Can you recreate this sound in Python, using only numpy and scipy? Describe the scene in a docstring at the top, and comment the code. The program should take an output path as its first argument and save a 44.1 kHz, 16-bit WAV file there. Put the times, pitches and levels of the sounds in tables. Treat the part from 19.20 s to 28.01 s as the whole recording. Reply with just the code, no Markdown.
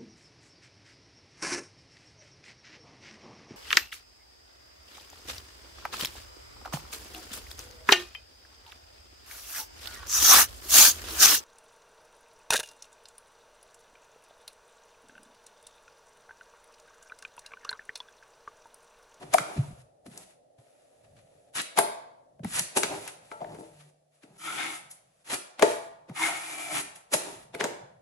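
"""Filler knife on a plasterboard wall

A steel knife is knocked, wiped and drawn over filler on a plasterboard wall in a bare, echoing room.
Grit (random clicks) excites blade resonances; in two long strokes the bent blade sings in wavering lines.
Knocks are noise bursts through modes of hollow wall, blade and filler pan; soft low thuds, many under the
knocks, ring the floor. A faint far drone, floor rumble, a brief low hum and hiss fill the pauses."""
import sys
import numpy as np
from scipy import signal
from scipy.fft import rfft, irfft
from scipy.io import wavfile
from scipy.ndimage import uniform_filter1d

SR = 44100
rng = np.random.default_rng(int(sys.argv[2]) if len(sys.argv) > 2 else 0)


def transcribe(u):
    """Save the signal u as a 16-bit wav file named by the first command-line argument.

    u: samples, shape (n,) or (channels, n), limited to [-1, 1]; the rate is SR.
    q: integer samples, one column per channel.
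    """
    v = np.clip(np.atleast_2d(u).T, -1, 1)
    q = np.round(v * 32767).astype(np.int16)
    wavfile.write(sys.argv[1], SR, q)


def invert_db(level):
    """Linear amplitude ratio for a level in decibels (20 dB per decade), elementwise."""
    return 10 ** (np.asarray(level, dtype=float) / 20)


N = 388521

# edge drawn along, one curve a stroke: time_s, ring_db, hiss_over_ring_db (before flicker and layer trims)
STROKES = [
    [(2.33, -70, 7.5), (2.356, -37.5, 8.5), (2.372, -33.5, 6.5), (2.404, -29.5, -9.5), (2.42, -42.5, 14.5)],
    [(3.235, -48, -7.5), (3.27, -49, 5), (3.3, -49, 12), (3.335, -39.5, 8), (3.365, -33, 9),
     (3.378, -34, 3.5), (3.395, -30.5, 12), (3.408, -40, -5.5), (3.418, -57.5, -4)],
    [(5.18, -66, 15), (5.228, -49, 11), (5.28, -44, 4.5), (5.33, -42, 5.5), (5.375, -40, 4.5),
     (5.406, -36.5, -2), (5.425, -38.5, 1), (5.46, -38, 1), (5.508, -43.5, 5), (5.556, -47, 10),
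     (5.62, -77, 10.5)],
    [(6.045, -64.5, 6.5), (6.065, -52, 3), (6.093, -47.5, 6), (6.104, -38.5, 2.5), (6.144, -32, 7),
     (6.17, -47, -10)],
    [(6.93, -71, 8), (6.962, -43, 4.5), (7.0, -37.5, 6.5), (7.03, -33, 4.5), (7.052, -36.5, 6.5),
     (7.086, -37.5, 5), (7.126, -42, 5.5), (7.26, -46.5, 9.5), (7.4, -45, 8.5), (7.5, -42.5, 9),
     (7.57, -32, 7.5), (7.615, -39, 8.5)],
]
# knocks of the knife: peak_s, wall_db, blade_db, tick_db (before trims), wall_centre_hz, blade_centre_hz
KNOCKS = [(0.024, -37.5, -76, -67, 338, 1300), (0.129, -23.5, -54.5, -48, 750, 1310),
          (0.138, -14, -23, -25.5, 783, 1080), (0.142, 2, -24, -29, 683, 1200),
          (0.183, -26.5, -17, -32, 652, 1300), (0.862, -39, -65, -68, 288, 1300),
          (0.976, -54, -62, -42.5, 900, 1518), (2.575, -11.5, -30.5, -35.5, 800, 1500),
          (2.588, -6, -19, -20, 838, 1500), (3.194, -36, -63, -78, 616, 1287),
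          (3.246, -23.5, -38.5, -46, 850, 1500), (3.394, -51.5, -45, -25.5, 556, 2400),
          (3.563, -26, -44, -50, 670, 1300), (3.576, -17, -40, -49, 630, 1300),
          (3.633, -18.5, -22.5, -27, 444, 1470), (3.877, -60, -40, -40.5, 546, 2400),
          (4.115, -32, -38.5, -65, 400, 1290), (4.205, -25, -62, -80, 640, 1100),
          (4.215, -22, -50, -78, 700, 1100), (4.224, -24.5, -62, -80, 690, 1100),
          (4.244, -25.5, -45, -78, 700, 1830), (4.347, -32.5, -53, -59, 438, 1500),
          (4.387, -30, -71, -77, 320, 1100), (4.409, -32, -82.5, -80, 320, 1100),
          (4.424, -38, -82.5, -75, 320, 1100), (5.035, -48, -57, -76, 302, 1500),
          (5.711, -60, -85, -58.5, 568, 1500), (6.395, -22.5, -31, -41.5, 608, 1490),
          (6.424, 1.5, -14.5, -25.5, 610, 1430), (6.427, 1, -28, -54, 433, 1500),
          (6.896, -36, -47.5, -61, 346, 1300), (7.937, -11, -50, -24.5, 600, 1860),
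          (8.349, -26.5, -35, -47, 505, 2350), (8.408, -19.5, -22.5, -40.5, 445, 1640),
          (8.441, -18, -27, -30.5, 653, 1450), (8.619, -38, -76, -86, 680, 1300)]
# modes of the blade under the hand: mode_hz, width_hz (before widening), level_db
BLADE = [(320, 25, 1.5), (700, 43, -7.5), (850, 220, -3), (1087, 100, -1.5), (1315, 54, -0.5),
         (1563, 75, -2.5), (1835, 67, -3.5), (2094, 90, 1.5), (2400, 210, -6.5), (3000, 290, -4.5),
         (3350, 420, -9.5)]
# modes of the hollow board: mode_hz, width_hz (before widening), level_db
WALL = [(320, 110, -2.5), (426, 27, 0.5), (511, 33, -2.5), (608, 53, 0), (688, 53, 1.5), (752.4, 50, 2),
        (880, 120, -3)]
# modes of floor and joists: mode_hz, width_hz (before widening), level_db
FLOOR = [(62, 75, -8), (124, 16, 3.5), (155, 28, -1.5), (207, 55, -5), (280, 16, -8.5)]


def rms_one(x):
    """Scale to unit rms."""
    return x / np.sqrt(np.mean(x ** 2) + 1e-20)


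def at_hz(points, hz):
    """Read a table on a log-frequency axis."""
    points = np.array(points)
    return np.interp(np.log(hz), np.log(points[:, 0]), points[:, 1])


def gain_in_time(rows, column=1):
    """Join the dB values of a curve into a gain per sample."""
    rows = np.array(rows)
    return invert_db(np.interp(np.arange(N) / SR, rows[:, 0], rows[:, column]))


def during(tables, column, outside, edge_s):
    """One value per sample from several short curves; between them it rests at the outside value."""
    rows = []
    for table in tables:
        rows.append((table[0][0] - edge_s, outside))
        rows += [(row[0], row[column]) for row in table]
        rows.append((table[-1][0] + edge_s, outside))
    return np.interp(np.arange(N) / SR, *np.transpose(sorted(rows)))


def drift(per_s):
    """Slow random wander of spread about 1, per_s (1 to 59) new values a second."""
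    knots = rng.standard_normal(int(N / SR * 60) + 2)
    place = np.arange(N) / SR * np.clip(per_s, 1, 59)
    return 1.22 * np.interp(place, np.arange(len(knots)), knots)   # restores spread lost between knots


def filtered(x, order, hz, kind="low"):
    """Butterworth filter."""
    return signal.sosfilt(signal.butter(order, hz, kind, fs=SR, output="sos"), x)


def coloured(x, spectrum):
    """Shape a steady signal by a spectrum; rms 1."""
    hz = np.maximum(np.arange(N // 2 + 1) * SR / N, 1)
    return rms_one(irfft(rfft(x) * invert_db(at_hz(spectrum, hz)), N))


def resonate(x, modes, widen=0.83, spread=None):
    """Parallel resonances of alternating sign, each with its own drive strength if given."""
    out = 0
    for k, (hz, width_hz, level_db) in enumerate(modes):
        radius = np.exp(-np.pi * widen * width_hz / SR)
        drive = x if spread is None else x * spread[k]
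        zeros = [1 - radius, 0, radius - 1]
        poles = [1, -2 * radius * np.cos(2 * np.pi * hz / SR), radius * radius]
        out = out + (-1) ** k * invert_db(level_db) * signal.lfilter(zeros, poles, drive + 1e-18)
    return out


def wavering_tone(rows, column, width_hz):
    """A narrow band of noise around a moving centre; rms 1."""
    rows = np.array(rows)
    phase = 2 * np.pi * np.cumsum(np.interp(np.arange(N) / SR, rows[:, 0], rows[:, column])) / SR
    slow = filtered(rng.standard_normal((2, N)), 2, width_hz / 2)
    return rms_one(slow[0] * np.cos(phase) + slow[1] * np.sin(phase))


def struck(table, column, contact_s, soft_hz, modes, trim_db, widen, centre=None, focus_db=0):
    """Each blow is a short uneven contact of even spectrum up to its softness; modes near its centre answer most."""
    table, length = np.array(table), int(8 * contact_s * SR)
    t = np.arange(length) / (contact_s * SR)
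    spectra = rfft(rng.standard_normal((len(table), length)) * t * np.exp(-t), 4 * length)
    bursts = irfft(spectra / np.abs(spectra), 4 * length)[:, :length] * np.minimum(t, 1)
    chance_db = 2.0 * rng.standard_normal((len(table), len(modes)))
    out = np.zeros(N)
    for row, burst, mode_db in zip(table, bursts, chance_db):
        start = int((row[0] - contact_s) * SR)      # the contact builds up before its peak
        if centre:
            octaves_off = np.abs(np.log2(np.array(modes)[:, 0] / row[centre]))
            mode_db = mode_db - focus_db * octaves_off
        push = filtered(np.pad(burst, (0, SR // 2)), 2, min(soft_hz, .4 * SR))
        hit = resonate(push, modes, widen, invert_db(mode_db))[:N - start]
        hit = hit / np.sqrt(np.mean(hit[:SR // 50] ** 2))      # level is that of the first 20 ms
        out[start:start + len(hit)] += invert_db(row[column] + trim_db) * hit
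    return out


def stroke_db():
    """Pressure along every stroke; it dies quickly when the edge lifts off."""
    return during(STROKES, column=1, outside=-110, edge_s=.01)


def microphone_hiss():
    """Steady noise below 11 kHz, independent left and right."""
    return invert_db(-76) * filtered(rng.standard_normal((2, N)), 4, 11000)


def far_drone(near):
    """Shaped noise from far off; it also swells after near sounds, as their late echo."""
    # level of the drone: time_s, level_db
    drone_level = [(0, -65), (2.2, -61.5), (4.3, -64), (4.86, -72), (6.0, -74), (7.7, -75.5), (8.81, -68.5)]
    # spectrum of the drone: freq_hz, density_db
    drone_spectrum = [(150, -49.5), (250, -15.5), (395, -18), (439, -12.5), (592, -4.5), (673, -6),
                      (836, -18.5), (1000, -37.5), (1500, -44), (1950, -34.5), (3300, -120)]
    echo_db, echo_s = -29, 0.035
    t = np.arange(SR) / (echo_s * SR)
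    smear = t ** 2 * np.exp(-t) / (echo_s * SR)
    late = np.sqrt(np.abs(signal.fftconvolve(near ** 2, smear)[:N]))
    noise = 0.07 * rng.standard_normal(N) + rng.standard_normal((2, N))
    return (gain_in_time(drone_level) + invert_db(echo_db) * late) * coloured(noise, drone_spectrum)


def low_hum():
    """A low sine hums briefly, its pitch gliding."""
    # the hum: time_s, level_db (rms), pitch_hz
    hum_curve = [(4.4, -84, 149), (4.5, -61, 151.6), (4.68, -57, 148), (4.74, -73.5, 150),
                 (5.0, -77, 148.5), (5.05, -100, 149.5)]
    level_db = during([hum_curve], column=1, outside=-120, edge_s=.01)
    pitch_hz = during([hum_curve], column=2, outside=190, edge_s=0.013)
    return invert_db(level_db) * np.sqrt(2) * np.sin(2 * np.pi * np.cumsum(pitch_hz) / SR)


def floor_rumble():
    """Wavering low band plus noise in the floor modes, swelling unevenly and under the strokes."""
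    # low rumble: time_s, level_db (before drift), centre_hz of the wavering band
    rumble_curve = [(0, -55.5, 150.7), (0.3, -65, 125), (0.76, -76.5, 128.4), (1.0, -63, 160),
                    (1.4, -84, 140), (1.75, -74.5, 117.6), (2.06, -66, 125.4), (2.3, -74, 130),
                    (3.1, -77.5, 143.5), (3.45, -54, 140.1), (3.56, -80, 150.6), (3.72, -56, 129.6),
                    (3.8, -56.5, 135), (4.05, -72, 151.8), (4.3, -55, 144.3), (4.45, -65, 150),
                    (5.0, -85.5, 149.9), (5.1, -64, 169.1), (5.4, -65, 170), (5.85, -74.5, 143.5),
                    (6.3, -83, 150), (6.7, -66.5, 146), (7.3, -85, 160), (7.62, -54.5, 155),
                    (7.85, -73.5, 151.3), (8.12, -65.5, 143.5), (8.49, -60.5, 169.5), (8.81, -70, 144)]
    apart_db, under_stroke_db = -11, -23   # part opposite in left and right; rumble below stroke pressure
    noise = rng.standard_normal(N) + invert_db(apart_db) * rng.standard_normal(N) * [[1], [-1]]
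    floor = wavering_tone(rumble_curve, column=2, width_hz=61) + invert_db(-3.0) * rms_one(resonate(noise, FLOOR))
    level = gain_in_time(rumble_curve) * invert_db(2.8 * drift(9.2)) + invert_db(under_stroke_db + stroke_db())
    return level * rms_one(floor)


def floor_thuds():
    """Soft low thuds, many under the knocks, ring the modes of the floor."""
    # thuds: peak_s, level_db (before trim), centre_hz
    thud_table = [(0.028, -42, 266), (0.133, -35, 291), (0.199, -31, 200), (0.36, -30.5, 222),
                  (0.38, -13, 124), (0.419, -39, 124), (0.525, -38, 70), (0.502, -35, 160),
                  (0.857, -40.5, 280), (0.88, -36.5, 202), (0.908, -43, 200), (1.385, -45.5, 126.8),
                  (1.853, -60, 115.6), (2.388, -37.5, 207), (2.586, -32, 235), (3.199, -32.5, 172),
                  (3.232, -29.5, 202), (3.249, -20.5, 218), (3.404, -32.5, 177), (3.563, -36, 299),
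                  (3.637, -32, 231), (4.212, -37.5, 188), (4.29, -44.5, 155), (4.33, -44, 299),
                  (4.41, -43, 275), (5.035, -44.5, 280), (5.099, -47, 172), (6.125, -32, 310),
                  (6.424, -28.5, 247), (6.894, -32, 176), (7.936, -27.5, 191), (8.348, -38.5, 242),
                  (8.409, -32, 236), (8.439, -29, 288), (8.628, -42.5, 129)]
    return struck(thud_table, 1, 0.0028, 330, FLOOR, -10.0, 1.3, centre=2, focus_db=21.5)


def pan_ring():
    """Blows leave the steel filler pan in the other hand ringing; narrow modes die slowly."""
    # modes of the pan: mode_hz, level_db, t60_s (before widening)
    pan_modes = [(322, -5.5, 0.2), (430, -3, 0.23), (463, -4, 0.31), (492, -7.5, 0.34), (594, -5.5, 0.3),
                 (611, -4.5, .35), (669, -8, .5), (693, -4, 0.3), (858, -1, 0.33), (916, -6, 0.44),
                 (1136, -16, 0.27), (1335, -3, .22), (1460, -17.5, 0.27), (1650, -17.5, .2),
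                 (1900, -21.5, .25), (2050, -19.5, .27)]
    # blows that set it ringing: peak_s, level_db, centre_hz
    pan_blows = [(0.144, -38, 700), (0.184, -42, 1335), (2.588, -27, 830), (3.576, -37.5, 670),
                 (3.636, -42, 700), (4.116, -42, 1335), (4.218, -42.5, 700), (4.244, -48.5, 700),
                 (4.31, -58, 690), (4.39, -48.5, 322), (4.41, -47.5, 322), (5.036, -59.5, 322),
                 (6.395, -47.5, 608), (6.424, -22, 551), (7.94, -38.5, 755), (8.351, -46, 450),
                 (8.41, -37, 400), (8.443, -42, 400)]
    modes = []
    for hz, level_db, t60_s in pan_modes:
        width_hz = np.log(1000) / (np.pi * t60_s)
        modes.append((hz, width_hz, level_db - 20 * np.log10(width_hz)))
    return struck(pan_blows, 1, 0.00092, 2200, modes, 0, 0.77, centre=2, focus_db=9.0)


def wall_knocks():
    """Each knock rings the hollow board in a few broad modes."""
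    return struck(KNOCKS, 1, .0012, 1200, WALL, -16.0, 1.5, centre=4, focus_db=29.5)


def knock_ticks():
    """Bright tick of each knock: a burst through very broad treble resonances."""
    tick_modes = [(4600, 7900, -2.0), (6730, 7500, 1.5), (9830, 2300, -1.5)]   # mode_hz, width_hz, level_db
    return struck(KNOCKS, 3, 0.0016, 16000, tick_modes, -4.0, 1.6)


def blade_clacks():
    """Clack of the damped blade at each knock: its upper modes, much widened."""
    return struck(KNOCKS, 2, 0.0011, 5000, BLADE[3:], -8.5, 3.9, centre=5, focus_db=11.)


def grains(per_s, uneven_db):
    """Random clicks of exponential size in dB: grit catching under the edge."""
    sizes = invert_db(uneven_db * np.minimum(rng.exponential(1, N), 4)) * rng.choice([-1, 1], N)
    return sizes * (rng.random(N) < per_s / SR)


def scuff_gain(column):
    """The edge lands or slips; every scuff rises and falls at the same rates."""
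    # scuffs: peak_s, ring_db, hiss_db, drumming_db (before layer trims)
    scuffs = [(0.029, -47.5, -69, -37.5), (0.139, -29, -31.5, -27.5), (0.184, -35, -37, -25.5),
              (0.372, -45, -71.5, -37.5), (0.866, -53, -45.5, -45), (1.388, -65.5, -63, -58),
              (1.846, -66, -75, -60), (1.968, -65.5, -68.5, -63.5), (1.988, -60.5, -71, -65),
              (2.574, -36.5, -32.5, -39), (2.588, -21, -20, -12), (3.573, -21, -12.5, -15),
              (3.636, -25, -33, -51.5), (3.883, -40.5, -43, -47), (4.12, -54, -52, -44),
              (4.218, -65, -82, -32.5), (4.398, -75, -48, -47), (4.607, -56.5, -70.5, -77.5),
              (5.034, -54, -59, -65), (5.714, -66.5, -35, -64.5), (6.103, -48, -42.5, -48),
              (6.396, -38, -53, -33), (6.429, -25, -28.5, -10.5), (6.892, -54.5, -64, -39.5),
              (6.916, -69, -74, -42.5), (7.761, -50.5, -39, -53), (7.93, -39, -25.5, -36),
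              (7.941, -22.5, -16.5, -18), (8.348, -40, -55, -31.5), (8.407, -28, -53, -25.5),
              (8.448, -37, -56, -22.5)]
    rise_db_per_s, fall_db_per_s = 1403.5, 894.5
    out, t = np.zeros(N + SR), np.arange(-SR // 20, SR // 10) / SR
    shape = invert_db(np.where(t < 0, rise_db_per_s * t, -fall_db_per_s * t))
    for row in scuffs:
        start = int(row[0] * SR)
        out[start:start + len(t)] += invert_db(row[column]) * shape
    return out[SR // 20:SR // 20 + N]


def contact():
    """How hard blade, grit and board are driven by strokes, by scuffs and by the spells between them."""
    # rubbing, scraping, rattling and drumming between strokes and after knocks, one curve a spell:
    # time_s, hiss_db, drumming_db (before flicker and layer trims)
    between_spells = [
        [(0.0, -53.5, -41), (0.11, -54.5, -59), (0.22, -52, -42.5), (0.3, -48.5, -42.5), (0.46, -53, -55.5),
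         (0.62, -61, -75)],
        [(0.9, -54, -52), (0.92, -48, -55), (0.98, -46, -49.5), (1.03, -49, -61), (1.055, -66, -64.5),
         (1.11, -53, -68), (1.15, -67.5, -74)],
        [(1.4, -67, -71.5), (1.45, -65, -72), (1.75, -68, -73.5), (2.3, -67, -72)],
        [(3.64, -46, -35.5), (3.76, -40, -37.5), (3.95, -60, -56), (4.18, -62, -70), (4.3, -57.5, -42),
         (4.46, -59.5, -62), (4.7, -61.5, -64)],
        [(4.92, -71.5, -80), (4.95, -66.5, -78), (5.02, -71, -76), (5.05, -68, -65), (5.12, -67.5, -68),
         (5.17, -53, -63)],
        [(5.76, -76, -79), (5.9, -68.5, -78), (6.03, -67, -73)],
        [(6.45, -42, -57), (6.5, -29.5, -57), (6.54, -40, -56), (6.6, -50, -58), (6.68, -62, -69.5)],
        [(7.97, -39, -47), (8.08, -41, -39), (8.18, -48, -46.5), (8.24, -48, -80)],
        [(8.38, -60, -56), (8.42, -47, -35), (8.47, -52, -40), (8.53, -61, -47), (8.62, -73, -54)],
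    ]
    pressure = invert_db(stroke_db() + 1.34 * drift(30.))
    hiss_over_ring = invert_db(during(STROKES, column=2, outside=0, edge_s=.01))
    board_under_stroke = invert_db(-8.5 + 3.5 * drift(22.))   # drums below the ring, unevenly
    between_db = during(between_spells, column=1, outside=-110, edge_s=.03)
    firm = np.clip((between_db + 70.5) / 12.0, 0, 1)   # the faintest is even
    between = invert_db(between_db + firm * 2.5 * drift(20.0))
    drumming_db = during(between_spells, column=2, outside=-110, edge_s=.03)
    drumming = invert_db(drumming_db + 4 * drift(25.))
    ring = pressure + scuff_gain(column=1) + invert_db(-6) * between
    hiss = pressure * hiss_over_ring + scuff_gain(column=2) + between
    board = pressure * board_under_stroke + scuff_gain(column=3) + drumming
    return ring, hiss, board


def bent_singing(singing_strokes, bent):
    """Three wavering lines of the bent blade, catching unevenly."""
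    lines = [row for stroke in singing_strokes for row in stroke]
    upper = gain_in_time(lines, column=3) * wavering_tone(lines, column=1, width_hz=130)
    lower = gain_in_time(lines, column=4) * wavering_tone(lines, column=2, width_hz=150)
    third = gain_in_time(lines, column=6) * wavering_tone(lines, column=5, width_hz=350)
    return bent * invert_db(1 * drift(45.)) * (upper + lower + third)


def scraping():
    """Grit rings the blade, hisses off its edge and drums the board; a bent blade rings more; apart, its singing."""
    # spectrum of the grit: freq_hz, density_db
    grit_spectrum = [(350, -37), (600, -15.5), (716, -8.5), (1470, -6.5), (4810, -10.5), (5820, -9.5),
                     (8990, -3.5), (11000, -6), (15500, -34.5)]
    # lines of the bent blade in two long strokes, levels before flicker and trim:
    # time_s, upper_hz, lower_hz, upper_db, lower_db, third_hz, third_db
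    singing_strokes = [
        [(5.2, 2250, 1328, -6, 2, 3116, -3), (5.3, 2272, 1365, -3, 3, 3447, -7),
         (5.36, 2267, 1382, -7, 0, 3300, -6), (5.42, 2173, 1555, -2.5, -3.5, 3620, -9),
         (5.48, 2210, 1492, -3, -9, 3500, -10), (5.53, 2190, 1333, -6, -6.5, 3350, -14),
         (5.6, 2200, 1264, -7, -11, 3303, -6)],
        [(6.96, 2196, 1274, -4, -3, 1810, -5), (7.0, 2133, 1045, -1, 3.5, 1750, -10.5),
         (7.04, 2126, 888, 5.5, -4.5, 1650, -1.5), (7.08, 2161, 755.6, 5, -2.5, 1480, -2),
         (7.12, 2150, 727.5, -7, 1, 1340, -3), (7.27, 2400, 700, 0.5, -11, 1348, -13),
         (7.36, 2333, 709.4, 0, -3, 1350, -24), (7.45, 2358, 700, 1, -2, 1334, -19.5),
         (7.53, 2260, 700, -3.5, 3, 1341, -13.5), (7.6, 2128, 684, -15.5, -24.5, 1340, -18.5)],
    ]
    straight_ring_db, bent_ring_db, bent_scrape_db = -16, 3.5, -2   # the plain scrape recedes when bent
    spells = [[(row[0], 1) for row in stroke] for stroke in singing_strokes]
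    bent = during(spells, column=1, outside=0, edge_s=0.028)
    # a wide edge: each port hears grit of its own over a shared part
    rough = .5 * grains(1800, 1.8) + np.array([grains(2500, 3.8), grains(2500, 2.8)])
    scrape = rms_one(filtered(coloured(rough, grit_spectrum), 2, [800, 4200], "band"))
    ring_db = straight_ring_db + (bent_ring_db - straight_ring_db) * bent
    blade = invert_db(bent_scrape_db * bent) * scrape + invert_db(ring_db) * rms_one(resonate(rough, BLADE))
    hiss = rms_one(filtered(coloured(grains(9000, 2.6), grit_spectrum), 2, 4200, "high"))
    board = rms_one(resonate(grains(1500, 3.0), WALL, widen=1.3))
    ring_gain, hiss_gain, board_gain = contact()
    strokes = invert_db(-1.5) * ring_gain * blade + invert_db(-8.0) * hiss_gain * hiss + invert_db(-7.0) * board_gain * board
    return strokes, invert_db(-3) * ring_gain * bent_singing(singing_strokes, bent)


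def spacious(length, weigh):
    """Half-octave bands of stereo noise, alike left and right as far as the likeness says."""
    # left-right likeness: freq_hz, correlation (-1 to 1, clipped to 0.95)
    likeness = [(60, 0.92), (150, 1), (380, -0.1), (950, -0.42), (2380, 0.13), (5980, -0.11), (9000, -0.16),
                (15000, 0.48)]
    out, edges_hz = 0, 40 * 2 ** np.arange(0, 9, .5)
    white = rng.standard_normal((2, 2, length))
    for k, (low, high) in enumerate(zip(edges_hz, edges_hz[1:])):
        mid, side = filtered(white[k % 2], 2, [low, high], "band")
        hz = np.sqrt(low * high)
        alike = np.clip(at_hz(likeness, hz), -.95, .95)
        out = out + weigh(hz) * (np.sqrt(1 + alike) * mid + np.sqrt(1 - alike) * side * [[1], [-1]])
    return out


def room(x):
    """Dense echoes that build in a few ms and die band by band."""
    # reverberation time: freq_hz, t60_s
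    room_t60 = [(100, 0.6), (260, 0.28), (700, 0.89), (1840, 0.62), (4850, 0.52), (10000, 0.32)]
    # echo against direct sound, before the sends in scene(): freq_hz, level_db
    room_level = [(100, -3.5), (300, -0.5), (700, -4.5), (2000, -5), (5000, -3), (11000, -4.5)]
    t = np.arange(int(.9 * SR)) / SR

    def dying(hz):
        t60_s = at_hz(room_t60, hz)
        return invert_db(at_hz(room_level, hz) - 60 * t / t60_s) * np.sqrt(7 / (t60_s * SR))

    echoes = spacious(len(t), dying) * (1 - np.exp(-t / 0.003))
    return signal.fftconvolve(x[None], echoes, axes=1)[:, :N]


def at_ports(x, lag):
    """A source off to the left reaches the right port later, by lag samples."""
    turn = np.exp(-2j * np.pi * np.arange(N // 2 + 1) * lag / N)
    return np.array([x[0], irfft(rfft(x[1]) * turn, N)])


def leaning_left(db):
    """Left and right gains, the left db louder."""
    return invert_db([[db / 2], [-db / 2]])


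def scene():
    """Knocks, strokes and thuds, their echo and the background."""
    blows, ticks, clacks = wall_knocks() + pan_ring(), knock_ticks(), blade_clacks()
    strokes, singing = scraping()
    strokes_mono = strokes.mean(axis=0)
    thuds = floor_thuds()
    sides = leaning_left(3)
    near = at_ports(blows * leaning_left(4), 15)
    near = near + at_ports(ticks * sides + strokes, 7.27)
    near = near + at_ports((clacks + singing) * sides, 0.77)
    # board, pan and floor echo least; ticks and clacks, close by, less than the strokes
    sent = invert_db(-11) * blows + invert_db(-1.5) * (ticks + clacks) + strokes_mono + singing + invert_db(-8) * thuds
    background = floor_rumble() + low_hum() + far_drone(blows + strokes_mono) + microphone_hiss()
    return near + thuds + room(sent) + background


def roll_off(x):
    """The treble ends steeply here."""
    return signal.sosfilt(signal.butter(12, 15950, fs=SR, output="sos"), x)


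def record(dry):
    """Microphone colour; a noise suppressor turns the treble down when it grows faint; peaks are rounded."""
    # microphone response: freq_hz, gain_db
    microphone = [(40, 1), (100, -1.5), (8500, 1), (9200, 1.5), (10500, 5), (11500, -2.5), (13000, -11.5),
                  (15500, -20), (16200, -59.5)]
    hz = np.maximum(np.arange(N // 2 + 1) * SR / N, 1)
    x = irfft(rfft(dry) * invert_db(at_hz(microphone, hz)), N)
    treble = signal.sosfiltfilt(signal.butter(2, 1100, "high", fs=SR, output="sos"), x)
    power = uniform_filter1d(np.mean(treble ** 2, axis=0), size=1300)
    level_db = 10 * np.log10(power + 1e-12)
    treble_gain_db = np.clip(0.19 * (level_db + 61.5), -14, 0)
    x = x + treble * (invert_db(treble_gain_db) - 1)
    x = .9 * np.tanh(x / .9)
    return roll_off(x)


dry = scene()
out = record(dry)
transcribe(out)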